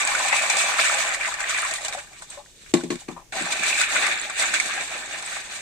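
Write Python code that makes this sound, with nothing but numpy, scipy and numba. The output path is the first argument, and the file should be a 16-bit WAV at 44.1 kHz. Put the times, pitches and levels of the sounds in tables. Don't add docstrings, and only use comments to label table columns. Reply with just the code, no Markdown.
import sys
import numpy as np
from scipy import signal
from scipy.fft import rfft, irfft, next_fast_len
from scipy.io import wavfile
from scipy.ndimage import uniform_filter1d
from numba import njit

SR = 44100
rng = np.random.default_rng(int(sys.argv[2]) if len(sys.argv) > 2 else 0)


def file_out(sig):
    cols = np.atleast_2d(sig).T
    lim = np.clip(cols, -1, 1)
    pcm = np.round(lim * 32767).astype(np.int16)
    wavfile.write(sys.argv[1], SR, pcm)


N = 247391
PORT_LAG_S = 0.00022
# (frequency [Hz], gain [dB])
COMMON_COLOUR = [(88, -62), (150, -30), (445, -16.5), (681, -6), (1150, -4.5), (1320, -6), (2450, -2.5),
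                 (2700, -8.5), (3160, -13.5), (3550, -6.5), (5330, -15.5), (7710, -7), (8830, -12.5),
                 (10700, -31), (15500, -34.5)]
# (frequency [Hz], width [Hz], gain [dB])
BASIN_MODES = [(1534, 120, -9.5), (2340, 21, -41), (2537, 10, -22), (3960, 720, -38)]


def undb(db):
    return 10 ** (np.asarray(db) / 20)


def level(x, rms_db):
    return x * undb(rms_db) / np.sqrt(np.mean(x ** 2))


def colour(x, spectrum):
    hz, db = np.transpose(spectrum)
    size = next_fast_len(N)
    bin_hz = np.maximum(np.arange(size // 2 + 1) * SR / size, 1)
    gain = undb(np.interp(np.log(bin_hz), np.log(hz), db))
    return irfft(rfft(x, size) * gain, size)[..., :N]


def butter(x, order, hz, kind):
    return signal.sosfilt(signal.butter(order, hz, kind, fs=SR, output="sos"), x)


def band(x, lo_hz, hi_hz):
    return level(butter(x, 2, [lo_hz, hi_hz], "bandpass"), 0)


def walk(rate_hz):
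    hold = int(SR / rate_hz)
    steps = np.repeat(rng.standard_normal(N // hold + 1), hold)
    return 0.96 * uniform_filter1d(steps, hold)[:N]


@njit
def damped_sines(start, hz, t60_s, amp, glide, rise_cycles):
    out = np.zeros((2, N))
    for g in range(len(hz)):
        life = int(t60_s[g] * SR) + 1
        bend = np.exp(2j * np.pi * hz[g] * glide[g] / SR / life)
        opening = np.exp(-hz[g] / (rise_cycles * SR))
        for port in range(2):
            pole = np.exp(2j * np.pi * hz[g] / SR - np.log(1000) / life)
            first = int(np.ceil(start[port, g]))
            phasor = amp[port, g] * pole ** (first - start[port, g])
            shut = opening ** (first - start[port, g])
            for i in range(max(first, 0), min(first + life, N)):
                out[port, i] += phasor.imag * (1 - shut)
                shut *= opening
                phasor *= pole
                pole *= bend
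    return out


def grains(time_s, hz, t60_s, amp, pan_db, lag_s, rise_cycles, glide=0.):
    start = np.array([time_s + lag_s / 2, time_s - lag_s / 2]) * SR
    port_amp = amp * undb(np.array([pan_db, -pan_db]) / 2)
    return damped_sines(start, hz, t60_s, port_amp, np.full(len(hz), glide), rise_cycles)


def port_lags(count, width):
    return width * PORT_LAG_S * rng.standard_normal(count)


def swarm(count, lo_hz, hi_hz, cycles, spread_db, glide, clump_db, width):
    when, pitch, rank = rng.random((count, 3)).T
    pan, lag, polarity = rng.standard_normal((count, 3)).T
    hz = lo_hz * (hi_hz / lo_hz) ** pitch
    clump = walk(45)[(when * (N - 1)).astype(int)]
    rarity = -np.log(.02 + .98 * rank)
    amp = hz * undb(spread_db * rarity + clump_db * clump) * np.sign(polarity)
    return grains(when * N / SR, hz, cycles / hz, amp, pan_db=4.1 * pan,
                  lag_s=width * PORT_LAG_S * lag, rise_cycles=0.12, glide=glide)


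def bursts(time_s, level_db, t60_s, noise, rise_s):
    gain, age_s = np.zeros(N), np.arange(SR // 8) / SR
    for start, db, fade_s in zip((time_s * SR).astype(int), level_db, np.maximum(t60_s, .003)):
        envelope = undb(db - 60 * age_s / fade_s) * np.minimum(age_s / rise_s, 1)
        gain[start:start + len(age_s)] += envelope[:N - start]
    return gain * noise


def echoes(x, echo_db, t60_s=0.069):
    age_s = np.arange(SR // 6) / SR
    tail = rng.standard_normal((2, len(age_s))) * undb(-60 * age_s / t60_s) * (age_s > .0015)
    tail = butter(tail, 1, 500, "high")
    tail *= undb(echo_db) / np.sqrt(np.sum(tail ** 2, axis=1, keepdims=True))
    return x + signal.fftconvolve(x, tail, axes=1)[:, :N]


def hush():
    # (frequency [Hz], gain [dB])
    spectrum = [(12, -28), (20, 4.5), (66, -2.5), (166, -5), (266, -10.5), (372, -6.5), (1160, -24),
                (2150, -15.5), (4310, -20), (6360, -13), (15500, -30)]
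    common, apart = rng.standard_normal(N), rng.standard_normal((2, N))
    bass = butter(common - .55 * apart, 1, 700, "low")
    return level(colour(apart + bass, spectrum), rms_db=-54.5) * undb(1.2 * walk(2.67))


def chirps():
    # (time [s], level [dB], start pitch [Hz], glide [share], t60 [s])
    whistles = [(2.55, -56, 3750, -.3, .06), (2.607, -47, 4500, -1.5, 0.22)]
    time_s, db, hz, glide, t60_s = np.transpose(whistles)
    centred = np.zeros(len(hz))
    return grains(time_s, hz, t60_s, undb(db), centred, centred, rise_cycles=40., glide=glide)


def jug_knocks():
    # (frequency [Hz], level [dB], t60 [s])
    modes = [(170.7, -3, 0.25), (149.4, -15, 0.29), (248, -0.5, 0.16), (319, 11.5, 0.048),
             (345.2, -2, 0.24), (422, -1, 0.084), (551, -26, 0.36), (637, -2.5, 0.041), (750, -7, 0.037),
             (862, -15, 0.082), (1020, -16, 0.14), (1093, -14.5, 0.15), (1695, -18, 0.085),
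             (1766, -16, 0.072), (2020, -16, .08), (2360, -13, 0.095), (2735, -9, 0.033),
             (3140, -25, 0.081), (3730, -16, 0.041), (4160, -10.5, 0.033)]
    # (time [s], level [dB], crack [dB re level], pan [dB], t60 scale [ratio],
    # hollow boost [dB], rim boost [dB])
    knocks = [(2.738, -2, -7, 1.5, 0.68, -4.5, -0.5), (2.77, -22, -30, 0, 1.04, 3, 7),
              (2.835, -19, -11.5, -1, 1.04, 1, -10), (2.903, -14, -9, 2.5, 0.72, -5, 5),
              (2.917, -22.5, -26, 0, 1.17, 7, 2), (2.954, -33.5, 3.5, 2, 0.95, 10, -5),
              (3.086, -16.5, -13, 3, 0.36, -1, 0), (3.113, -30, -14, 0, 0.88, 4, -8),
              (3.353, -39, 14, 1, 0.88, 4, 0), (3.409, -26, -2, 2, 0.87, 2.5, 0),
              (3.431, -36.5, 12, 1, 0.6, 13, 0), (3.595, -26, 9, 0, 0.3, 4, -2)]
    hollow_below_hz, rim_above_hz, ring_db = 290, 800, -8.5
    rest_from_s, rest_to_s, rest_t60_s = 2.962, 3.08, 0.064
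    hz, mode_db, t60_s = np.transpose(modes)
    time_s, db, crack_db, pan_db, t60_scale, hollow_db, rim_db = np.transpose(knocks)[:, :, None]
    detune, scatter = rng.standard_normal((len(knocks), 2, len(modes))).swapaxes(0, 1)
    boost_db = hollow_db * (hz < hollow_below_hz) + rim_db * (hz > rim_above_hz)
    amp = undb(db + mode_db + ring_db + boost_db + 1.2 * scatter)
    knock_by_mode = np.broadcast_arrays(time_s, hz * (1 + 0.004 * detune), t60_scale * t60_s, amp, pan_db)
    lag_s = np.tile(port_lags(len(modes), 1.47), len(knocks))
    body = grains(*map(np.ravel, knock_by_mode), lag_s, rise_cycles=0.87)
    t = np.arange(N) / SR
    rest_s = np.where((t > rest_from_s) & (t < rest_to_s), t - rest_from_s, 0)
    body *= undb(-60 * rest_s / rest_t60_s)
    noise = band(colour(rng.standard_normal((2, N)), COMMON_COLOUR), 2100, 13700)
    cracks = bursts(time_s[:, 0], (db + crack_db)[:, 0], 0.034 * t60_scale[:, 0], noise, rise_s=0.0024)
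    return butter(body, 5, 145, "high") + cracks


def basin(x):
    return x + sum(2 * undb(db) * signal.lfilter(*signal.iirpeak(hz, hz / width_hz, SR), x)
                   for hz, width_hz, db in BASIN_MODES)


def basin_song(width_hz=50):
    # (time [s], level [dB])
    envelopes = [
        [(0, -47), (.3, -33), (.34, -25.5), (.45, -35.5), (.6, -25), (.68, -30.5), (.76, -46), (.82, -30.5),
         (1.2, -49), (1.6, -51), (2.0, -58)],
        [(3.33, -63), (3.58, -35.5), (3.73, -28), (3.85, -31), (3.9, -45), (4.1, -43), (4.25, -55), (4.42, -33),
         (5.0, -70)],
    ]
    blows = swarm(9000, 2160, 2820, cycles=9.8, spread_db=0.5, glide=0., clump_db=1.0, width=0.42)
    tone = sum(signal.lfilter(*signal.iirpeak(hz, hz / width_hz, SR), blows)
               for hz, _, _ in BASIN_MODES[1:3])
    t = np.arange(N) / SR
    gain = sum(undb(np.interp(t, *np.transpose(span), left=-120, right=-120)) for span in envelopes)
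    return level(tone, 0) * gain


def ticks_and_taps(tick_t60_s=0.013, tap_t60_s=0.0086, trim_db=-1.9):
    # (time [s], level [dB], pitch [Hz], pan [dB])
    ticks = [(0.0303, -21, 7400, -1.5), (0.0512, -8, 7840, -2.5), (0.1146, -32, 8050, -2.5),
             (0.1356, -17, 7390, -2.5), (0.2823, -22, 7840, -3.5), (0.4218, -10, 7520, -1.0),
             (0.4985, -15, 6270, 0), (0.586, -13, 8040, -2.5), (0.6144, -11, 8560, -1.5),
             (0.7532, -22, 7160, -4.5), (0.882, -10.5, 7700, 2), (0.9457, -9.5, 7640, -5),
             (1.0256, -17, 7200, -6), (1.0789, -18, 7350, -8), (1.0913, -13, 7600, -6.0),
             (1.278, -21, 7040, -7), (1.3409, -18, 7070, -6), (1.4311, -19.5, 7420, -10),
             (1.5753, -20, 8600, -2.0), (1.6202, -17, 9080, 3), (1.649, -14.5, 7700, -4.0),
             (1.6756, -25, 7320, -2.5), (1.7379, -15.5, 8690, 0.5), (1.8173, -23, 7800, -2.5),
             (1.8473, -22, 7600, -4.5), (1.8825, -26, 8150, -1), (1.9275, -27, 8390, -3.0),
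             (1.948, -24, 7900, -3.0), (1.9764, -27, 7590, -5), (2.222, -30, 8600, -2),
             (2.305, -22, 8200, 0), (3.4236, -15, 7740, 0), (3.6037, -20, 7170, -1.0),
             (3.7833, -24, 7510, -2.0), (3.8087, -18, 7640, -2.5), (3.8621, -24, 7440, -3.0),
             (3.959, -13, 7430, -5), (4.157, -22, 7130, -2.5), (4.1764, -21, 7430, -3.0),
             (4.1979, -15, 6940, -1.5), (4.2148, -15, 7940, -3.0), (4.2797, -34, 7430, -3.5),
             (4.297, -25, 7530, -4.5), (4.3585, -26, 6940, -2.0), (4.367, -21, 7700, -4),
             (4.398, -11, 7780, -4), (4.4573, -14, 6900, -7), (4.4977, -18, 7640, -2.5),
             (4.8524, -27, 7490, -6), (4.8763, -21, 7460, -4.0), (4.9402, -28, 7570, -2.5),
             (5.0429, -26, 7600, -3.0), (5.1314, -22, 7380, -1.5), (5.227, -24, 8300, -2),
             (5.2619, -20, 8230, -0.5)]
    # (time [s], level [dB], pitch [Hz], pan [dB])
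    taps = [(0.3944, -5, 2340, 1.0), (0.5894, -17, 2550, -5), (0.6044, -20, 2340, -5),
            (0.7194, -7, 1370, -3), (1.4411, -15, 1880, 6), (1.5294, -25, 2380, -2),
            (1.8821, -24, 2310, 1.5), (1.9255, -17, 3800, 0.5), (1.9494, -23, 1300, 1.0),
            (1.9799, -23, 1480, -1), (2.0727, -35, 1620, 0.0), (2.1645, -32, 2200, -1.0),
            (2.2218, -30, 1520, 0.5), (2.4608, -36, 1560, 8), (2.4605, -38, 1950, 2.0),
            (2.6174, -37, 2200, 1), (2.6623, -30, 2150, 1.0), (2.6623, -30, 1650, 1.0),
            (3.0849, -24, 2350, 4), (3.5244, -13, 2370, -2.0), (3.6034, -19, 2380, -1.5),
            (3.6571, -15, 2390, -8), (3.7844, -17, 2160, 1.5), (3.9794, -16, 1530, 0.5),
            (4.0094, -17, 2380, 2), (4.0494, -23, 1570, 0.5), (4.0794, -6, 2150, -3),
            (4.4694, -19, 2550, -3), (4.5406, -22, 1550, -1.0), (4.5994, -7, 2270, 0.0)]
    time_s, db, hz, pan_db = np.transpose(ticks + taps)
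    t60_s = np.repeat([tick_t60_s, tap_t60_s], [len(ticks), len(taps)])
    return grains(time_s, hz, t60_s, undb(db + trim_db), pan_db, port_lags(len(hz), 0.35), 0.96)


def smacks(splat_db=-4.5):
    # (time [s], level [dB], pitch [Hz], pan [dB], spray level [dB])
    hits = [(0.0728, -16, 2360, -3, -13.5), (0.15, -11, 1470, 0.5, -18), (0.1906, -28, 2390, 2.5, -25),
            (0.283, -27, 2580, 1.0, -18), (0.3264, -10.5, 2060, 10, -31), (0.364, -14, 2390, -4, -16),
            (0.4995, -12.5, 2390, 1, -12), (0.568, -17, 2510, -1, -13), (0.7912, -18, 2220, -4, -27),
            (0.8426, -23, 2400, 2, -22), (0.9402, -20, 1630, 2, -21), (0.9877, -18, 2110, -4, -20),
            (1.145, -15, 1960, -3, -22), (1.2101, -15, 2330, -1, -26), (1.2555, -15, 2040, -1.0, -31),
            (1.2774, -22, 2090, -3, -35), (1.3394, -21, 1780, -1.5, -23), (1.404, -18, 1570, 6, -23),
            (1.4405, -15.5, 1940, 0.5, -46), (1.4937, -22, 1450, 1.0, -20.5),
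            (1.5456, -15.5, 2380, -2, -29), (1.5633, -16, 1960, -1, -27), (1.584, -13.5, 1700, -2.5, -32),
            (1.71, -29, 1830, 2.0, -20), (1.7374, -26, 2460, -2, -20.5), (1.783, -24, 1900, 0.5, -36),
            (1.8476, -32, 2900, -3, -20), (1.8587, -23.5, 2950, 1.5, -32), (1.8816, -26, 2350, 5, -19.5),
            (1.9255, -25, 2200, 4, -35), (1.986, -26.5, 1480, -2, -33), (2.0715, -40, 1620, -1, -44),
            (2.1308, -39, 2370, -7, -40), (2.221, -33, 1500, 1.0, -34.5), (2.3, -48, 1600, 1.5, -33),
            (2.8085, -31, 1490, 4, -50), (3.324, -27, 1540, 2, -31), (3.52, -22, 2350, -1.5, -19),
            (3.5926, -19, 2500, -0.5, -27), (3.6336, -15.5, 2380, -10, -19.5),
            (3.7273, -10.5, 2510, 1, -36), (3.7536, -18, 2400, -2.5, -29), (3.7787, -17, 1580, 1.0, -24),
            (3.8132, -11.5, 1470, 6, -12), (3.836, -12, 2515, -0.5, -31), (3.963, -12, 1470, -1, -31),
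            (4.0654, -19, 2150, -2, -18), (4.1126, -17, 2200, 0.5, -28), (4.2977, -22.5, 1470, 0.0, -24.5),
            (4.3944, -19, 1980, 1.0, -27), (4.4233, -13, 2120, 0.0, -17), (4.539, -11.5, 1540, -2, -14),
            (4.5994, -9.5, 2210, -6, -14.5), (4.659, -26, 1630, 0.5, -25), (4.697, -23, 1610, 15, -31),
            (4.777, -20.5, 1610, 9, -30), (4.808, -24, 2180, 0.0, -24.5), (4.9184, -32, 1510, 1.0, -31),
            (4.9782, -30, 1770, 0.5, -30), (5.11, -25, 1620, 2.5, -38), (5.224, -28, 1510, 1.0, -26),
            (5.3343, -27, 2180, 1, -42), (5.3647, -31, 1750, 0.0, -37)]
    time_s, db, hz, pan_db, spray_db = np.transpose(hits)
    t60_s, lag_s = np.full(len(hz), 0.03), port_lags(len(hz), 1)
    rings = grains(time_s, hz, t60_s, undb(db), pan_db, lag_s, rise_cycles=0.97, glide=0.027)
    noise = colour(rng.standard_normal((2, N)) + 0.35 * rng.standard_normal(N), COMMON_COLOUR)
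    splat = bursts(time_s, db + splat_db, t60_s, band(noise, 1640, 3370), rise_s=0.0028)
    spray = bursts(time_s, spray_db, t60_s, band(noise, 3730, 12200), rise_s=0.0018)
    return rings + splat + spray


def plops(splat_db=-12):
    # (time [s], level [dB], pitch [Hz], pan [dB], t60 [cycles])
    bubbles = [(0.068, -19, 1060, 7, 22), (0.117, -12.5, 1080, 2, 23), (0.203, -15, 960, 2, 19),
               (0.252, -13, 807, 0, 26), (0.33, -8, 880, 1, 23), (0.435, -17.5, 648, -4, 22),
               (0.5, -17, 890, 12, 28), (0.565, -23, 815, 10, 25), (0.639, -22, 686, 2, 26),
               (0.79, -9.5, 1360, -8, 27), (0.897, -11, 1320, 10, 23), (0.989, -18.5, 690, 1, 21),
               (1.036, -21, 1050, 3.5, 22), (1.283, -19, 970, 6, 24), (1.323, -18, 1280, 4, 26),
               (1.528, -17.5, 1270, 7, 22), (1.63, -12, 1300, 0, 23), (1.651, -15.5, 1050, 6, 24),
               (1.711, -31.5, 650, 4, 28), (1.883, -27, 770, -1, 18), (1.91, -29, 597, -1, 12),
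               (1.949, -16, 734, 0, 16.6), (1.97, -32.5, 580, 0, 59), (2.117, -33, 736, 3.5, 9.8),
               (2.134, -35, 700, 3, 9), (2.222, -25, 990, 0, 13), (2.224, -37, 640, 3, 12),
               (2.336, -45, 950, 3, 28), (2.372, -33.5, 572, 2, 67), (2.375, -28, 1060, 1, 18),
               (2.385, -43, 830, 3, 25), (3.018, -34, 760, 9, 13), (3.164, -29.5, 935, 6, 35),
               (3.175, -29, 1060, 3.5, 31), (3.384, -22, 743, 0, 24), (3.464, -23.5, 730, 3, 21),
               (3.81, -17, 1240, 2.5, 26), (3.957, -16, 1136, 0, 25), (3.993, -22, 1110, -1, 29),
               (4.302, -23.5, 1140, -1, 26), (4.391, -28, 645, -1, 22), (4.778, -22, 766, 5, 24),
               (4.81, -27, 656, 1, 22), (5.367, -26, 810, 1, 24)]
    time_s, db, hz, pan_db, cycles = np.transpose(bubbles)
    t60_s, lag_s = cycles / hz, port_lags(len(hz), 0.17)
    tone = grains(time_s, hz, t60_s, undb(db), pan_db, lag_s, rise_cycles=1.54, glide=0.05)
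    noise = band(rng.standard_normal(N) + 0.77 * rng.standard_normal((2, N)), 560, 1370)
    return tone + bursts(time_s, db + splat_db, 0.75 * t60_s, noise, rise_s=0.005)


def flow_gains(course, drops_db, surge_db=1.13, surge_hz=25.12):
    time_s, splash_db, spray_db, bubbles_db = np.transpose(course)
    t = np.arange(N) / SR
    gate = uniform_filter1d(1. * ((t > time_s[0]) & (t < time_s[-1])), size=128)
    surge = undb(surge_db * uniform_filter1d(walk(surge_hz), size=200))
    layers_db = splash_db, spray_db, bubbles_db, splash_db + drops_db
    return gate * surge * np.array([undb(np.interp(t, time_s, db)) for db in layers_db])


def slop_gains(rise_s=0.0018):
    # (time [s], splash [dB], spray [dB], bubbles [dB])
    slops = [(2.744, -37, -34.5, -32), (2.837, -59, -48, -53), (2.905, -41, -38, -44),
             (2.989, -57, -46.5, -57), (3.081, -46, -46, -40.5), (3.165, -59, -56, -42)]
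    t60_s = np.c_[[0.34, 0.34, 0.24]]
    gains, t = np.zeros((4, N)), np.arange(N) / SR
    for time_s, *layers_db in slops:
        age_s = np.maximum(t - time_s, 0)
        gains[:3] += undb(np.c_[layers_db] - 60 * age_s / t60_s) * np.minimum(age_s / rise_s, 1)
    return gains


def stir_gains():
    # (time [s], splash [dB], spray [dB], bubbles [dB])
    sweeps = [(3.323, -33, -37, -37.5), (3.4, -30.5, -33.5, -40.5), (3.5, -30, -33, -37.5),
              (3.527, -27, -24, -38.5), (3.56, -28.5, -36, -39.5), (3.6, -31, -29, -39.5),
              (3.625, -26, -33.5, -41), (3.64, -28, -28, -43.5), (3.73, -29, -28, -34.5),
              (3.745, -29, -29.5, -37), (3.785, -23.5, -25.5, -46.5), (3.8, -23, -21, -34.5),
              (3.83, -22, -23.5, -40), (3.87, -26, -32, -42.5), (3.95, -23, -28, -36),
              (4.07, -24.5, -25.5, -35), (4.095, -26.5, -27.5, -37), (4.115, -26.5, -33.5, -40),
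              (4.15, -29.5, -35, -44.5), (4.29, -39.5, -42.5, -46), (4.31, -35.5, -43, -40.5),
              (4.35, -36, -42, -51.5), (4.4, -28, -25.5, -39), (4.47, -25, -29, -36),
              (4.5, -29.5, -31, -41), (4.535, -29, -30, -38), (4.545, -22.5, -25, -33.5),
              (4.59, -33.5, -33.5, -41.5), (4.61, -30.5, -31, -42), (4.82, -32, -37, -39),
              (4.87, -35.5, -37.5, -47), (4.91, -33, -37, -41), (5.17, -36.5, -41, -47),
              (5.37, -34, -36, -44.5), (5.43, -41, -40.5, -51.5), (5.61, -38, -37, -48)]
    return flow_gains(sweeps, drops_db=-15)


def pour_gains():
    # (time [s], splash [dB], spray [dB], bubbles [dB])
    gushes = [(0, -25.5, -25, -35), (.11, -28.5, -30.5, -37), (.2, -26, -28.5, -32.5),
              (.31, -30.5, -29, -35), (.34, -24, -24, -29.5), (.4, -27, -27, -36), (.49, -28, -29.5, -32),
              (.502, -23.5, -21.5, -33.5), (.55, -28.5, -28, -30), (.59, -26, -22, -31.5),
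              (.67, -25.5, -27, -33), (.7, -26.5, -30.5, -33), (.77, -28, -31.5, -39),
              (.8, -21.5, -22.5, -31), (.87, -24, -28, -39), (.93, -26, -29.5, -32.5),
              (1.0, -27, -27, -38.5), (1.07, -25, -32, -34.5), (1.14, -28, -30.5, -38.5),
              (1.18, -34, -36, -40.5), (1.25, -26.5, -37.5, -41), (1.3, -32.5, -33, -41.5),
              (1.35, -34.5, -40, -43.5), (1.39, -34, -39, -45), (1.405, -30.5, -31.5, -42),
              (1.43, -31, -37, -40.5), (1.48, -31.5, -36.5, -39.5), (1.505, -26, -28.5, -37.5),
              (1.54, -32, -37.5, -42.5), (1.59, -28, -30.5, -40.5), (1.62, -31, -32, -40),
              (1.65, -30.5, -34, -46), (1.69, -33.5, -28, -43), (1.73, -31.5, -37, -36.5),
              (1.76, -35, -30.5, -52), (1.8, -43.5, -40, -41.5), (1.86, -37, -32.5, -40),
              (1.878, -42, -40, -48), (1.888, -36, -36, -43), (1.915, -44, -44.5, -46),
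              (1.935, -32.5, -32, -41), (1.965, -47, -45.5, -40), (1.99, -36.5, -38.5, -46.5),
              (2.03, -49.5, -45, -54), (2.08, -56, -50, -61), (2.16, -49.5, -49, -64),
              (2.19, -52, -44.5, -65), (2.23, -56, -46, -50), (2.27, -59, -53, -70), (2.295, -55, -48, -62),
              (2.32, -44, -38.5, -54.5), (2.39, -56, -48.5, -45), (2.45, -70, -55.5, -67),
              (2.6, -65, -55.5, -82), (2.625, -54, -51, -72), (2.657, -61, -51, -72),
              (2.67, -55, -49.5, -77), (2.72, -57, -48, -76)]
    return flow_gains(gushes, drops_db=-13)


def water(pour, stir):
    # (frequency [Hz], gain [dB])
    stir_spectrum = [(88, -55), (150, -24), (333, -16), (510, -15.5), (749, -7), (1020, -12), (1550, -4),
                     (1840, -4), (2480, -2), (3150, -15.5), (3640, 5), (4500, 9), (5850, -38), (9900, -120)]
    poured = swarm(14000, 996, 3290, cycles=13.3, spread_db=2.0, glide=0.053, clump_db=0.95, width=0.87)
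    stirred = swarm(24000, 1000, 3334, cycles=21, spread_db=0.6, glide=0.076, clump_db=1.9, width=0.78)
    spray = swarm(40000, 2793, 15850, cycles=45, spread_db=0.7, glide=0., clump_db=2.4, width=0.4)
    bubbles = swarm(5000, 152.2, 1243, cycles=21, spread_db=0.5, glide=0.26, clump_db=0.45, width=0.32)
    drops = swarm(600, 625, 7150, cycles=18, spread_db=4.5, glide=0.05, clump_db=-5.5, width=0.87)
    _, spray_gain, _, drops_gain = pour + stir
    out = band(basin(colour(spray, COMMON_COLOUR)), 2270, 21400) * spray_gain
    out += level(colour(drops, COMMON_COLOUR), 0) * drops_gain
    for gains, splash, spectrum in (pour, poured, COMMON_COLOUR), (stir, stirred, stir_spectrum):
        splash_gain, _, bubbles_gain, _ = gains
        out += band(basin(colour(splash, spectrum)), 1280, 3360) * splash_gain
        out += band(colour(bubbles, spectrum), 79, 1180) * bubbles_gain
    return out


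def scene():
    rush = water(pour_gains() + slop_gains(), stir_gains())
    wash = echoes(rush + basin_song() + plops() + chirps(), echo_db=-5)
    surface_hits = echoes(smacks() + ticks_and_taps(), echo_db=-8)
    jug = echoes(jug_knocks(), echo_db=-6.5)
    return wash + surface_hits + jug + hush()


def record(dry, top_hz=15550):
    # (frequency [Hz], left minus right [dB])
    port_balance = [(60, 6), (110, 2.5), (200, 5), (380, 2.5), (700, 4), (1290, 1), (2380, 0), (4400, -1.5),
                    (8120, -1.5), (15000, 2)]
    left = colour(dry[0], [(hz, db / 2) for hz, db in port_balance])
    right = colour(dry[1], [(hz, -db / 2) for hz, db in port_balance])
    return signal.sosfilt(signal.ellip(12, .2, 100, top_hz, fs=SR, output="sos"), [left, right])


dry = scene()
out = record(dry)
file_out(out)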